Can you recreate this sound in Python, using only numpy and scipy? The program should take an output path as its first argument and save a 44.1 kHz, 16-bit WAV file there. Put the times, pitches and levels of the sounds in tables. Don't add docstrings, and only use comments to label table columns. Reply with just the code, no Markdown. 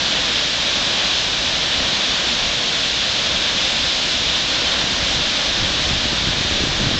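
import sys
import numpy as np
from scipy import signal
from scipy.fft import rfft, irfft, next_fast_len
from scipy.io import wavfile
from scipy.ndimage import uniform_filter1d, map_coordinates

SR = 44100
rng = np.random.default_rng(int(sys.argv[2]) if len(sys.argv) > 2 else 0)


def wrap_up_sound(samples):
    columns = np.atleast_2d(samples).T
    tamed = np.clip(columns, -1, 1)
    steps = np.round(tamed * 32767).astype(np.int16)
    wavfile.write(sys.argv[1], SR, steps)


def rack_gain(trim_db):
    fader = np.asarray(trim_db, float)
    return 10 ** (fader / 20)


N = 308259

# t/s, level/dB, heavy water over spray/dB
FLOW = [(0, -19, -0.2), (.3, -19, .2), (.55, -20, -0.2), (1, -18.5, 0.5), (1.25, -19.7, -0.5),
        (1.6, -19.4, 0.2), (2.1, -19.5, .5), (2.6, -20, -.2), (3, -19.3, -0.5), (3.5, -19, -0.2),
        (4.2, -19, -1.55), (4.75, -19.5, 1.15), (5.25, -19.5, -.5), (5.5, -20, 1.3), (6, -19.6, -0.5),
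        (6.25, -21, 1.1), (6.5, -19.5, 0), (6.99, -21.5, 1)]
# f/Hz, density/dB
PLUNGE_SPECTRUM = [(30, -27), (90, -7.5), (140, -3), (190, 0), (300, -.5), (410, -6), (500, -1), (600, 1),
                   (720, -2), (860, -3.5), (1060, -3), (1300, -5), (1600, -26), (3000, -120)]
# f/Hz, density/dB
CHURN_SPECTRUM = [(700, -64), (1150, -16.5), (1400, -2.5), (1650, -0.5), (1850, -1), (2060, -3.5),
                  (2400, -3), (3000, -24), (5500, -120)]
# f/Hz, density/dB
SPRAY_SPECTRUM = [(1300, -60.5), (2000, -15.5), (2400, -7.5), (2800, -4), (3200, -1), (3550, 0.5),
                  (3900, -1.5), (4300, -4), (4750, -9.5), (5600, -29.5), (9000, -120)]
# f/Hz, density/dB
MIST_SPECTRUM = [(2700, -58), (4300, -10.5), (4800, -2.5), (5050, -1), (5500, -3), (6200, -6),
                 (7000, -10.5), (7400, -13.5), (7700, -18), (8050, -25), (12000, -120)]
# t/s, rumble level/dB
BREEZE = [
    (0, -39.5),
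    (3.9, -38.5),
    (4.5, -36.5),
    (5.4, -36.5),
    (5.7, -32.5),
    (6.35, -31.5),
    (6.5, -31),
    (6.99, -29.5),
]
# t/s, level change/dB, half-length/s
GUSTS = [(0.153, 3.5, .1), (.75, 1.5, .08), (1.306, 3.5, 0.061), (1.495, 3.5, .06), (1.84, 7.5, 0.088),
         (2.017, -3.5, .05), (2.436, 3.5, 0.076), (2.862, 3.5, .09), (3.334, 3.5, .09), (3.49, -3.5, .05),
         (3.798, 2.5, .07), (4.202, 2.5, .12), (4.967, 2.5, .12), (5.187, 8, .06), (5.398, -3.5, .06),
         (5.61, 6, 0.059), (5.919, 4.5, .06), (6.261, 2.5, .05), (6.618, 2.5, 0.084), (6.881, 4.5, 0.079)]
# t/s, peak level/dB, f/Hz
STRONG_EDDIES = [(4.842, -12.5, 154), (5.029, -18.5, 136), (5.627, -14, 142), (5.895, -13.5, 150),
                 (5.912, -13, 140), (5.935, -15, 150), (5.956, -16, 110), (6.056, -11.5, 195),
                 (6.132, -12, 220), (6.243, -11.5, 133), (6.274, -11.5, 150), (6.288, -12, 182),
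                 (6.411, -9.5, 148), (6.45, -9.5, 240), (6.512, -10.5, 304), (6.524, -10, 224),
                 (6.606, -7.5, 280), (6.622, -12, 232), (6.639, -8.5, 270), (6.673, -9.5, 195),
                 (6.693, -16, 122), (6.802, -14.5, 186), (6.816, -13, 137), (6.842, -10.5, 181),
                 (6.863, -11.5, 217), (6.871, -13.5, 127), (6.892, -12, 160), (6.914, -12, 229),
                 (6.942, -10, 196), (6.958, -15, 200)]
# f/Hz, density/dB
SLOW_EDDY_SPECTRUM = [(8, -21.5), (20, -8), (35, -4.5), (62, -0.5), (90, -6.5), (130, -8), (200, -14.5),
                      (350, -17.5), (700, -36.5), (1500, -68.5)]
# f/Hz, density/dB
FAST_EDDY_SPECTRUM = [(40, -30), (100, -1), (160, 1), (280, -4.5), (450, -9.5), (800, -30), (1600, -81)]
# f/Hz, level/dB
IMAGE_LEAK = [(8000, 1.5), (8400, -12.5), (8700, -22.5), (9000, -36.5), (9200, -51), (9300, -70.5),
              (9500, -120)]

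PLUNGE_DB, CHURN_DB, SPRAY_DB, MIST_DB = -10, -10, -1.24, -9
PLUNGE_FOLLOWS, CHURN_FOLLOWS, MIST_FOLLOWS = 0.52, 0.9, 0.7
SMALL_PER_S, SMALL_GROWS = 34, 3.2
SMALL_DB, SMALL_HZ = -22, 210
EDDY_CYCLES, EDDY_PEAKY = 0.34, 1.6
SAMPLING_HZ = 16000


def falls():
    flow_db, heavy_db = curves(FLOW)
    mean_db = flow_db.mean()
    swing_db = flow_db - mean_db
    surge = wobble(9)

    plunge_db = PLUNGE_DB + heavy_db + PLUNGE_FOLLOWS * swing_db + 0.25 * wobble(6) + 0.13 * surge
    plunge = rack_gain(plunge_db) * rush(PLUNGE_SPECTRUM, patchy_db=0.22)

    churn_db = CHURN_DB + 1.1 * heavy_db + CHURN_FOLLOWS * swing_db + 0.16 * surge
    churn = rack_gain(churn_db) * rush(CHURN_SPECTRUM, patchy_db=0.37)

    spray_db = SPRAY_DB + swing_db + 0.17 * surge + 0.44 * wobble(40)
    spray = rack_gain(spray_db) * rush(SPRAY_SPECTRUM, patchy_db=0.18)

    mist_db = MIST_DB + MIST_FOLLOWS * swing_db + 0.17 * surge
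    mist = rack_gain(mist_db) * rush(MIST_SPECTRUM, patchy_db=0.74)
    return rack_gain(mean_db) * (plunge + churn + spray + mist)


def wind():
    rumble_db = breeze()
    return rumble(rumble_db) + thumps(rumble_db)


def rumble(rumble_db):
    lumps = rack_gain(wobble(35))
    slow = rack_gain(rumble_db + 0.35) * coloured(lumps * rng.standard_normal(N), SLOW_EDDY_SPECTRUM)
    gusty = rack_gain(2.9 * wobble(45))
    fast_db = 1.8 * (rumble_db + 30.0) - 39.5
    fast = rack_gain(fast_db) * coloured(gusty * rng.standard_normal(N), FAST_EDDY_SPECTRUM)
    return slow + fast


def thumps(rumble_db):
    out = np.zeros(N + SR)
    reach = SR // 40
    t = np.arange(-reach, reach) / SR
    leans = rng.random(300)
    eddies = list(STRONG_EDDIES) + small_eddies(rumble_db)
    for (s, db, hz), lean in zip(eddies, leans):
        swell = np.exp(-np.abs(t * hz / EDDY_CYCLES) ** EDDY_PEAKY)
        push = swell * np.cos(2 * np.pi * (hz * t + 0.15 * lean))
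        leaked = 0.33 * swell * push.sum() / swell.sum()
        start = round(s * SR) - reach
        out[start:start + len(t)] += rack_gain(db - 2.0) * (push - leaked)
    return out[:N]


def small_eddies(rumble_db):
    rate = SMALL_PER_S * rack_gain(SMALL_GROWS * (rumble_db + 29.5))
    passed = np.cumsum(rate) / SR
    chance = rng.standard_normal((200, 3))
    marks = np.cumsum(np.abs(chance[:, 0]) * 1.25)
    s = np.interp(marks, passed, np.arange(N) / SR)
    peak_db = SMALL_DB + 2.2 * chance[:, 1]
    hz = SMALL_HZ * np.exp(0.25 * chance[:, 2])
    rows = np.c_[s, peak_db, hz]
    inside = (marks < passed[-1]) & (s > 0.05)
    return [tuple(r) for r in rows[inside]]


def breeze():
    t = np.arange(N) / SR
    gusts_db = sum(db * np.exp(-((t - s) / half) ** 2) for s, db, half in GUSTS)
    return curves(BREEZE)[0] + gusts_db


def rush(spectrum, patchy_db):
    z = signal.stft(rng.standard_normal(N), nperseg=512)[2]
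    field = uniform_filter1d(rng.standard_normal(z.shape), size=8, axis=0)
    field = uniform_filter1d(field, size=12, axis=1)
    patchy = signal.istft(z * rack_gain(patchy_db * unit(field)), nperseg=512)[1][:N]
    return coloured(patchy, spectrum)


def coloured(x, spectrum):
    m = next_fast_len(N + 8192)
    f, db = np.transpose(spectrum)
    log_hz = np.log(np.fft.rfftfreq(m, 1 / SR) + 1)
    gain = rack_gain(np.interp(log_hz, np.log(f + 1), db))
    return unit(irfft(rfft(x, m) * gain, m)[:N])


def wobble(rate):
    knots = rng.standard_normal(int(N * rate / SR) + 4)
    return map_coordinates(knots, [np.arange(N) * rate / SR])


def curves(rows):
    s, *cols = np.transpose(rows)
    return [np.interp(np.arange(N) / SR, s, c) for c in cols]


def unit(x):
    return x / np.sqrt(np.mean(x ** 2) + 1e-20)


def scene():
    return (falls() + wind())[None]


def band_limit(x):
    return signal.sosfilt(signal.butter(12, 9260, fs=SR, output="sos"), x)


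def record(dry):
    saturated = dry / (1 + np.abs(dry / 0.9) ** 4.5) ** (1 / 4.5)
    hz = np.fft.rfftfreq(N, 1 / SR)
    kept = irfft(rfft(saturated) * (hz < SAMPLING_HZ / 2), N)
    mirrored = 2 * kept * np.cos(2 * np.pi * SAMPLING_HZ * np.arange(N) / SR)
    leak = rack_gain(np.interp(hz, *np.transpose(IMAGE_LEAK))) * (hz >= SAMPLING_HZ / 2)
    image = irfft(rfft(mirrored) * leak, N)
    return band_limit(kept + image)


dry = scene()
out = record(dry)
wrap_up_sound(out)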